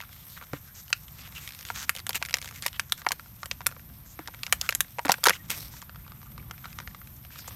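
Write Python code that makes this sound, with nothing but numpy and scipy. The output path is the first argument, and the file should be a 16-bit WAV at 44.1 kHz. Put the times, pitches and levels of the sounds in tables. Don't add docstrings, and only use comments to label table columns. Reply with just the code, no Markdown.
import sys
import numpy as np
from scipy import signal
from scipy.fft import rfft, irfft, next_fast_len
from scipy.io import wavfile
from scipy.ndimage import uniform_filter1d

SR = 44100
rng = np.random.default_rng(int(sys.argv[2]) if len(sys.argv) > 2 else 0)


def magnitude_from_level(level_db):
    exponent = np.asarray(level_db, float) / 20
    return 10 ** exponent


def dump(signal):
    limited = np.clip(np.atleast_2d(signal).T, -1, 1)
    pcm = np.round(limited * 32767).astype(np.int16)
    wavfile.write(sys.argv[1], SR, pcm)


N = 332955

# time in seconds, wind in dB, insects in dB.
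OUTDOORS = [(0.0, -49, -56.5), (0.82, -50, -55), (2.5, -50, -57.5), (3.28, -48.5, -57), (4.48, -48, -54.5),
            (4.94, -48.5, -57.5), (6.94, -46, -54.5), (7.55, -47, -52.5)]
# frequency in Hz, density in dB per Hz.
WIND_SPECTRUM = [(15, 8.5), (25, -14.5), (59, 5), (113, 2), (144, 1.5), (323, -17.5), (447, -29),
                 (1200, -24.5), (1560, -87), (2640, -120)]
INSECT_SPECTRUM = [(5290, -45), (9000, -7), (10300, -17), (12400, 4.5), (13400, 5), (14800, -16),
                   (15700, -25), (16500, -53)]
FAR_HISS_SPECTRUM = [(180, -37.5), (300, -47), (457, -2.5), (1420, 0.5), (8910, -13.5), (10200, -58),
                     (11000, 0.5), (14300, 1.5), (17000, -56)]
FAR_HISS_DB = -59

# time in seconds, leaf rubbing in dB, wall rubbing in dB re leaves.
RUBBING = [(0.0, -58.5, -0.5), (1.0, -58.5, -13), (1.37, -58, 3), (1.6, -52, -10), (2.04, -60.5, -5),
           (2.21, -58.5, -10), (3.2, -59, -24), (4.12, -62.5, -10.5), (4.67, -55.5, -2), (4.93, -59.5, -19),
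           (5.17, -52.5, -9), (5.44, -65.5, 2), (5.55, -41, -15), (5.88, -63.5, -1.5), (6.2, -64.5, -4),
           (6.8, -58, -3), (7.28, -63.5, -13), (7.55, -48.5, -3)]
# frequency in Hz, density in dB per Hz.
WALL_SPECTRUM = [(400, -28), (800, 0), (1400, 10), (2400, 4.5), (3500, 4.5), (7000, -10.5)]
LEAF_SPECTRUM = [(1500, -0.5), (2800, 2), (4500, 4.5), (7500, 6.5), (10300, -4), (13000, 9.5), (16500, -14)]
# start and end in seconds, wall rub in dB, bright rustle in dB, resonance in Hz.
SCRAPES = [(0.282, 0.362, -66, -56, 4170), (0.362, 0.383, -53.5, -74, 2010), (0.394, 0.437, -57, -78, 1350),
           (0.528, 0.57, -53, -59, 1850), (0.74, 0.807, -58.5, -53, 6200), (1.178, 1.217, -58, -55, 2700),
           (1.227, 1.271, -54, -70, 2680), (1.343, 1.39, -52, -48, 2800), (1.735, 1.843, -43.5, -46, 6000),
           (2.143, 2.168, -39.5, -33.5, 2320), (2.406, 2.497, -61, -52.5, 2140),
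           (2.531, 2.591, -56, -50, 2050), (2.624, 2.67, -58, -56, 2120), (2.737, 2.765, -50, -69, 3060),
           (2.97, 3.005, -58.5, -50.5, 1500), (4.044, 4.146, -86, -61.5, 6700),
           (4.622, 4.667, -49, -47.5, 1410), (5.317, 5.361, -47, -47.5, 2780),
           (5.496, 5.517, -48, -35.5, 2300), (5.502, 5.548, -49, -45.5, 2460),
           (7.475, 7.484, -68, -45.5, 7200), (6.637, 6.658, -49.5, -75, 1280),
           (7.304, 7.385, -59.5, -54.5, 2550), (.09, 0.243, -72, -59, 3400), (1.401, 1.484, -61, -50, 2320),
           (4.2, 4.226, -59, -70, 1790), (4.437, 4.45, -68, -55, 4200), (5.616, 5.67, -67, -65, 4200),
           (5.703, 5.792, -60, -57.5, 5940), (7.38, 7.407, -65, -51, 5030), (1.652, 1.716, -58, -48, 3000)]
SLIPS_PER_S, SLIP_DEPTH = 200, 0.5

# start in seconds, level in dB, main ring in Hz,
# hollow body in dB re level, sharpness in dB re level.
DENTS = [(0.0034, -35.5, 2250, -7.5, -23), (0.413, -43, 1390, -1.5, -28), (0.5332, -32.5, 1350, 5.5, -12),
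         (0.9031, -47.5, 1370, 5, 11), (1.7022, -26, 1200, -7.5, -46), (2.0929, -31, 2530, 0, 13.5),
         (2.2161, -43.5, 770, 6.5, -14), (2.6619, -29, 940, -9, -34), (3.0668, -20, 1060, -4.5, -39),
         (3.6628, -25.5, 2140, -15, -25), (3.065, -25, 1120, -6.5, -38), (3.1257, -43, 1490, 6, 13),
         (3.4316, -31.5, 1190, -6, -11), (3.4579, -35.5, 1810, -5, 8), (3.765, -47.5, 1100, 5, -38),
         (4.1912, -35, 1020, -0.5, -14), (4.2751, -33, 1900, -17, -0.5), (4.2824, -39, 970, 3.5, -13),
         (4.9853, -29, 866, 0, -63), (4.9925, -25.5, 950, -15, -54), (5.503, -28.5, 2460, -15, 10.5),
         (6.5105, -34.5, 1200, -6, -2), (6.6444, -41, 1370, -30, -22), (6.7876, -33.5, 1250, -25, -7.5),
         (6.8753, -33.5, 1740, -11, -18), (7.073, -46, 2200, -13, 0), (7.4799, -38.5, 940, -3, -30)]
# start in seconds, level in dB, main ring in Hz,
# hollow body in dB re level, sharpness in dB re level.
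CRUSH = [(5.051, -25.5, 1670, -5, -47), (5.055, -37.5, 1340, 15, 15), (5.0667, -28, 1400, -20, -30),
         (5.082, -27.5, 1580, -2, -21), (5.0921, -30.5, 1010, 9.5, 9), (5.0956, -13, 780, -26, -19),
         (5.1073, -24.5, 1580, 1, -5), (5.141, -27, 1610, -11, -12), (5.1828, -43.5, 1480, 2.5, -3),
         (5.2345, -34.5, 1330, 0, -1), (5.2394, -27.5, 1400, -7, 20.5), (5.2559, -20, 1400, -13, 8),
         (5.2613, -14, 1400, -47, -6), (5.2686, -13, 1430, 2, 3.5), (5.2848, -12.5, 1550, -19, -6),
         (5.2949, -16.5, 1610, -4, 6), (5.306, -17, 1570, -9, -38), (5.4988, -33, 4730, -4, 2),
         (5.5137, -35, 2340, -8, 5.5)]
# start in seconds, level in dB, main ring in Hz.
CRINKLES = [(0.013, -38.5, 2660), (0.1294, -44.5, 2360), (.8809, -47, 2900), (1.082, -44.5, 2970),
            (1.186, -48, 2820), (1.476, -34.5, 2580), (1.49, -38.5, 2600), (1.507, -41.5, 2470),
            (1.522, -40, 3760), (1.5345, -45, 3780), (1.5486, -39, 3670), (1.59, -38, 5600),
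            (1.6097, -38.5, 5700), (1.628, -41, 2860), (1.6516, -34.5, 2670), (1.6876, -38, 3400),
            (1.7598, -35.5, 2500), (1.8287, -35.5, 2700), (2.8973, -43, 6260), (2.9782, -44, 6100),
            (4.391, -52, 1870), (5.7675, -45.5, 1660), (5.8178, -38, 5900), (6.729, -44.5, 2140),
            (7.3887, -40.5, 3600)]
# start in seconds, peak in dB, main ring in Hz.
STRAYS = [(0.0234, -30, 1410), (0.0364, -31, 1380), (0.0474, -46, 2110), (0.092, -35, 1640),
          (0.2814, -39, 4460), (0.376, -31, 1280), (0.4374, -33, 2580), (0.4686, -38, 1940),
          (0.8654, -45, 1070), (1.1189, -49, 2300), (1.1914, -31, 2520), (1.275, -30, 2130),
          (1.2999, -42, 2920), (1.3239, -32, 2450), (2.5251, -33, 1170), (3.26, -36, 1390),
          (3.2784, -44, 4340), (3.3882, -46, 1390), (3.616, -27.5, 1410), (3.6904, -28, 1460),
          (3.7074, -33, 1460), (3.7236, -31, 1350), (3.7477, -40, 1390), (3.7956, -33, 1500),
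          (3.8997, -41, 1280), (3.92, -48, 1450), (4.061, -40, 1400), (4.2214, -43, 2590),
          (4.2453, -46, 1340), (4.2586, -36, 1750), (4.2964, -42, 1560), (4.346, -25.5, 2220),
          (4.496, -34, 1520), (4.8463, -32, 1690), (4.8823, -34, 4270), (5.6276, -26, 3880),
          (5.7384, -32, 1010), (6.0653, -36, 1190), (6.2166, -35, 1220), (6.4278, -40, 1390),
          (6.4982, -39, 1140), (6.5797, -33.5, 2310), (6.626, -40, 1410), (6.911, -39, 1940),
          (7.2389, -43, 2010), (7.2495, -31, 3150), (7.3058, -36, 1480), (7.3585, -29, 1320),
          (7.3922, -30, 1460), (7.419, -36, 5630), (7.444, -35, 1430), (7.5087, -31, 1150)]
# start in seconds, level in dB, main ring in Hz.
PRESSES = [(0.4252, -43, 1310), (3.018, -38, 1470), (3.049, -45, 1150), (3.1081, -30, 1070),
           (3.1961, -40, 1340), (3.6067, -37, 1030), (3.714, -40.5, 1360), (4.34, -43.5, 1480),
           (4.4794, -44, 1350), (5.8254, -40.5, 1110), (5.8947, -42, 1330), (5.947, -51, 1220),
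           (5.959, -43, 1270), (6.079, -44, 1220), (6.1197, -44, 1170), (6.23, -45, 1230),
           (6.3793, -39.5, 1280), (6.261, -56, 1180), (6.6556, -35.5, 1210), (6.8017, -36, 1370),
           (6.9472, -38.5, 1260), (7.016, -47, 1400)]
# start in seconds, level in dB,
# main ring in Hz, upper middle in dB re level, sharpness in dB re level.
TIGHT_SNAPS = [(0.9287, -14.5, 2530, -1, -16), (1.894, -16.5, 1690, -5, 6.5), (2.149, -31.5, 2450, -11, 2),
               (2.2509, -32, 2210, -4, 4), (2.7961, -20.5, 1700, 1, 0.5), (2.922, -16.5, 3590, -2, 2),
               (3.0883, -37.5, 5340, 13, -1), (4.433, -24.5, 4250, -5, -6), (4.4655, -23.5, 4130, -8, -8),
               (4.707, -50, 7000, 18, 10), (4.725, -27, 1690, 1, -19)]
# start in seconds, level in dB, main ring in Hz.
WRINGING = [(1.9511, -33.5, 3970), (1.964, -35, 3220), (1.9732, -38.5, 2200), (1.9854, -39, 2110),
            (1.9926, -36.5, 2180), (2.001, -38, 4070), (2.106, -32.5, 2060), (2.131, -34, 3220),
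            (2.26, -35.5, 2270), (2.2869, -37.5, 1750), (2.2956, -37, 2290), (2.309, -35.5, 2290),
            (2.3287, -38, 2420), (2.355, -36.5, 2280), (2.3696, -34, 2370), (2.3849, -34.5, 2200),
            (2.416, -36, 2240), (2.4257, -36.5, 3740), (2.445, -36, 6960), (2.4576, -37, 3400),
            (2.4764, -39.5, 1980), (2.4888, -40, 2140), (2.5107, -42, 1270), (2.5606, -42, 2210),
            (2.6235, -31.5, 3700), (2.6822, -36, 2200), (2.7299, -41.5, 3000), (2.762, -45, 2990)]
# start in seconds, level in dB, main ring in Hz,
# upper middle in dB re level, sharpness in dB re level.
SNAPS = [(2.0671, -28, 2480, -5, 6), (2.1554, -26.5, 2630, -12, 9), (2.2256, -21.5, 2060, -5, -6),
         (2.341, -17, 2070, 0, -3), (2.6637, -23, 1980, 3.5, 11.5), (3.1187, -22.5, 1670, 1, 6.5),
         (3.513, -24, 2830, 2.5, -30), (3.6667, -20.5, 1380, 1, 13), (4.5254, -9.5, 7000, -2.5, 2.5),
         (4.613, -27, 4900, 7, 7), (4.691, -17.5, 2450, -6, 3), (4.75, -24, 7150, -1.5, 12),
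         (4.8058, -21.5, 1450, 7, 16), (5.1187, -14, 5500, 1.5, 6)]
# start in seconds, level in dB, main ring in Hz.
CREAKS = [(2.628, -44, 2000), (2.6308, -42, 2200), (2.6346, -40, 2100), (2.639, -41, 2000),
          (2.6457, -41, 2000), (2.653, -40, 2000), (2.6568, -44, 2000), (2.6602, -41, 2600),
          (2.6778, -45, 2400), (2.6805, -35, 3000), (2.8006, -37.5, 3000)]
CRINKLE_BODY_DB, CRINKLE_SHARP_DB = -23, 0.5
STRAY_LOSS_DB, STRAY_BODY_DB, STRAY_SHARP_DB = 14.5, -8, -7.5
PRESS_BODY_DB, PRESS_SHARP_DB = -8.5, -11
WRING_BODY_DB, WRING_SHARP_DB = -13, 2
CREAK_BODY_DB, CREAK_SHARP_DB = -20, 3
SNAP_BODY_DB, TIGHT_BODY_DB = -13.5, -22.5
SKIN_PER_SHARP, SKIN_DB_PER_OCTAVE = 0.53, -1.5
CRACK_T60_S, WALL_T60_S, BODY_T60_S = 0.011, 0.019, 0.016
RING_Q, RING_SHARE = 4.5, 0.59
GROUND_LAG_S, GROUND_DB = 0.0043, -11

# start and end in seconds, level in dB, resonance in Hz.
SCUFFS = [(.29, .35, -62, 4200), (.63, 0.743, -61, 1590), (0.944, .97, -59, 2300), (1.35, 1.39, -42, 2700),
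          (5.33, 5.34, -35, 2150), (5.323, 5.36, -46, 6000), (5.984, 6.01, -58, 1600),
          (6.04, 6.06, -60, 2300), (6.105, 6.14, -58, 1300), (6.252, 6.285, -56, 1200),
          (6.39, 6.408, -54, 2200), (6.53, 6.56, -57, 1500), (6.656, 6.69, -58, 1400),
          (6.814, 6.84, -55, 1500), (6.9, 6.92, -64, 1820), (4.095, 4.13, -57, 7000),
          (3.437, 3.46, -51, 1300)]
SCUFF_Q = 5.7
# start in seconds, peak in dB, pitch in Hz.
THUMPS = [
    (0.532, -27, 142),
    (0.534, -30, 290),
    (5.054, -24, 280),
    (5.093, -25, 183),
    (4.192, -35, 310),
    (5.299, -30.5, 185),
    (5.5, -34.5, 194),
]
SQUEAK_S, SQUEAK_LENGTH_S, SQUEAK_DB, SQUEAK_HZ = 5.39, 0.03, -51, 1880

DUCK_FROM_DB, DUCK_SHARE, RECOVER_DB_PER_S = -5, 0.66, 7
CUTOFF_HZ = 16800


def rms_one(x):
    return x / np.sqrt(np.mean(x ** 2) + 1e-20)


def in_time(rows):
    s, *columns = np.transpose(rows)
    return [np.interp(np.arange(N) / SR, s, c) for c in columns]


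def at_hz(points, hz):
    point_hz, point_db = np.transpose(points)
    return np.interp(np.log(hz), np.log(point_hz), point_db)


def drift(rate_hz):
    r = np.exp(-80 * np.pi * rate_hz / SR)
    noise = rng.standard_normal(N // 40 + 2002)
    slow = signal.lfilter([1], [1, -2 * r, r * r], noise)[2000:]
    return np.interp(np.arange(N) / 40, np.arange(len(slow)), rms_one(slow))


def coloured(x, spectrum):
    size = next_fast_len(N)
    hz = np.arange(size // 2 + 1) * SR / size + 1
    return rms_one(irfft(rfft(x, size) * magnitude_from_level(at_hz(spectrum, hz)), size)[:N])


def resonate(x, hz, width_hz):
    r = np.exp(-np.pi * width_hz / SR)
    poles = [1, -2 * r * np.cos(2 * np.pi * hz / SR), r * r]
    return signal.lfilter(np.array([1, 0, -1]) * (1 - r * r) / 2, poles, x)


def band(x, low_hz, high_hz):
    sos = signal.butter(3, [low_hz, high_hz], "band", fs=SR, output="sos")
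    return signal.sosfilt(sos, x + 1e-18)


def grains(per_s, smooth):
    sizes = magnitude_from_level(4 * np.minimum(rng.exponential(1, N), 4)) * rng.choice([-1, 1], N)
    clicks = sizes * (rng.random(N) < per_s / SR)
    return rms_one(clicks) + smooth * rng.standard_normal(N)


def patchy(x, spread_db):
    edges_hz = [100, 1200, 2200, 3600, 5600, 8500, 17000]
    bands = (magnitude_from_level(spread_db * drift(3.1)) * band(x, low, high) for low, high in zip(edges_hz, edges_hz[1:]))
    return rms_one(sum(bands))


def outdoors():
    wind_db, insects_db = in_time(OUTDOORS)
    wind = magnitude_from_level(wind_db + 2.0 * drift(2.5)) * coloured(rng.standard_normal(N), WIND_SPECTRUM)
    chirp_db = 1.8 * drift(29) + 0.52 * drift(170)
    insects = magnitude_from_level(insects_db + chirp_db) * coloured(rng.standard_normal(N), INSECT_SPECTRUM)
    far_hiss = magnitude_from_level(FAR_HISS_DB) * coloured(rng.standard_normal(N), FAR_HISS_SPECTRUM)
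    return wind + insects + far_hiss


def scrapes():
    out = np.zeros(N)
    fine_wall = coloured(grains(4000, smooth=1.0), WALL_SPECTRUM)
    fine_leaves = coloured(grains(4000, smooth=1.0), LEAF_SPECTRUM)
    slip = np.cumsum(SLIPS_PER_S * magnitude_from_level(3 * drift(30)) / SR) % 1
    for start, end, rub_db, rustle_db, hz in SCRAPES:
        at = slice(round(start * SR), min(round((end + 0.02) * SR), N))
        age, length = np.arange(at.stop - at.start) / SR, end - start
        grip = np.interp(age, [0, 0.21 * length, 0.96 * length, length + 0.015], [0, 1, 1, 0])
        grip = grip * (1 + SLIP_DEPTH * (1 - 2 * slip[at]))
        slide = magnitude_from_level(rub_db) * fine_wall[at] + magnitude_from_level(rustle_db) * fine_leaves[at]
        out[at] += grip * (slide + 1.84 * resonate(slide, hz, hz / 4.6))
    return out


def rubbing():
    leaves_db, share_db = in_time(RUBBING)
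    clumps = drift(30)
    wall = coloured(grains(500 * magnitude_from_level(6.0 * clumps), smooth=1.0), WALL_SPECTRUM)
    leaves = coloured(grains(900 * magnitude_from_level(3.5 * clumps), smooth=0.97), LEAF_SPECTRUM)
    wall = magnitude_from_level(leaves_db + share_db) * patchy(wall, spread_db=-1.5)
    leaves = magnitude_from_level(leaves_db) * patchy(leaves, spread_db=2.75)
    return magnitude_from_level(1.4 * clumps) * (wall + leaves)


def folds():
    rows = (DENTS + CRUSH
            + [(*r, CREAK_BODY_DB, CREAK_SHARP_DB) for r in CREAKS]
            + [(*r, WRING_BODY_DB, WRING_SHARP_DB) for r in WRINGING]
            + [(*r, CRINKLE_BODY_DB, CRINKLE_SHARP_DB) for r in CRINKLES]
            + [(s, db - STRAY_LOSS_DB, hz, STRAY_BODY_DB, STRAY_SHARP_DB) for s, db, hz in STRAYS]
            + [(*r, PRESS_BODY_DB, PRESS_SHARP_DB) for r in PRESSES])
    out = [(*r[:3], SNAP_BODY_DB, *r[3:]) for r in SNAPS]
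    out += [(*r[:3], TIGHT_BODY_DB, *r[3:]) for r in TIGHT_SNAPS]
    for s, db, hz, body_db, sharp_db in rows:
        skin_db = SKIN_PER_SHARP * sharp_db + SKIN_DB_PER_OCTAVE * np.log2(hz / 2000)
        out.append((s, db, hz, body_db, skin_db, sharp_db))
    return out


def snaps():
    t = np.arange(SR // 16) / SR
    body, wall, skin, edge, rings = np.zeros((5, N + len(t)))
    for s, level_db, main_hz, body_db, skin_db, sharp_db in folds():
        noise = rng.standard_normal((5, len(t)))
        start = round(s * SR)
        at, step = slice(start, start + len(t)), start + 2
        size = magnitude_from_level(0.07 * (level_db + 20))
        crack = magnitude_from_level(-60 * t / (CRACK_T60_S * size))
        shake = crack + 0.42 * magnitude_from_level(-60 * t / (WALL_T60_S * size))
        edge_fade = crack ** 1.6 + 0.073 * magnitude_from_level(-60 * t / (0.075 * size))
        ring = resonate((t == 0) * 7.9 + noise[0] * crack, main_hz, main_hz / RING_Q)
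        ring_db = level_db + (skin_db if main_hz > 2700 else 0)
        rings[at] += magnitude_from_level(ring_db + 13.0) * RING_SHARE * ring / np.abs(ring).max()
        wall[at] += magnitude_from_level(level_db + 9.5) * noise[1] * (shake - 0.4 * crack)
        skin[at] += magnitude_from_level(level_db + skin_db + 5.5) * noise[4] * shake
        edge[at] += magnitude_from_level(level_db + sharp_db + 1.0) * noise[2] * edge_fade
        edge[step] += magnitude_from_level(level_db + sharp_db + 8.5)
        skin[step] += magnitude_from_level(level_db + skin_db + 12)
        wall[step] += magnitude_from_level(level_db + 14.5)
        swell = 1 - np.exp(-t / 0.0021)
        body[at] += magnitude_from_level(level_db + body_db + 23.5) * noise[3] * swell * magnitude_from_level(-60 * t / BODY_T60_S)
    low = band(body, 430, 1320) + band(wall, 1230, 2716)
    high = band(skin, 2860, 6610) + band(edge, 6800, 14060)
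    return (low + high + rings)[:N]


def surroundings(x):
    t = np.arange(SR // 5) / SR
    scatter = signal.lfilter([0.4], [1, -0.6], rng.standard_normal(len(t)))
    scatter = scatter * magnitude_from_level(-60 * t / 0.15) * (t > 0.004)
    ground = rng.standard_normal(len(t)) * magnitude_from_level(-60 * (t - GROUND_LAG_S) / 0.004) * (t > GROUND_LAG_S)
    paths = magnitude_from_level(GROUND_DB) * ground / np.sqrt(np.sum(ground ** 2)) + magnitude_from_level(-45.5) * scatter
    return signal.fftconvolve(x, paths)[:N]


def scuffs():
    out, grain = np.zeros(N), grains(3000, smooth=1.0)
    for start, end, level_db, hz in SCUFFS:
        at = slice(round(start * SR), round(end * SR))
        tone = resonate(resonate(grain[at], hz, hz / SCUFF_Q), hz, hz / 2)
        out[at] += magnitude_from_level(level_db) * np.sqrt(np.hanning(len(tone))) * rms_one(tone)
    return out


def thumps():
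    out, t = np.zeros(N), np.arange(SR // 10) / SR
    for s, peak_db, hz in THUMPS:
        onset = 1 - np.exp(-t / 0.00065)
        out[round(s * SR):][:len(t)] += magnitude_from_level(peak_db - 60 * t / 0.067) * np.sin(2 * np.pi * hz * t) * onset
    return out


def squeak():
    t = np.arange(N) / SR
    age = np.clip((t - SQUEAK_S) / SQUEAK_LENGTH_S, 0, 1)
    return magnitude_from_level(SQUEAK_DB) * np.sin(np.pi * age) * np.sin(2 * np.pi * SQUEAK_HZ * t)


def scene():
    bed = outdoors() + rubbing() + scrapes()
    bottle = snaps() + thumps() + squeak()
    return (bed + bottle + surroundings(bottle) + scuffs())[None]


def roll_off(x):
    return signal.sosfilt(signal.butter(12, 17000, fs=SR, output="sos"), x)


def record(dry):
    climb_db = RECOVER_DB_PER_S * np.arange(N) / SR
    level_db = 10 * np.log10(uniform_filter1d(dry[0] ** 2, size=441, origin=220) + 1e-12)
    cut_db = DUCK_SHARE * np.maximum(level_db - DUCK_FROM_DB, 0)
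    held_db = np.maximum.accumulate(cut_db + climb_db) - climb_db
    x = dry * magnitude_from_level(-signal.lfilter([0.004], [1, -0.996], held_db))
    x = x + 0.13 * resonate(x, 15000, 2000)
    x = 0.7 * np.tanh(x / 0.7)
    x = signal.sosfilt(signal.butter(2, 38, "high", fs=SR, output="sos"), x)
    x = signal.sosfilt(signal.cheby2(10, 60, CUTOFF_HZ + 400, fs=SR, output="sos"), x)
    return roll_off(x)


dry = scene()
out = record(dry)
dump(out)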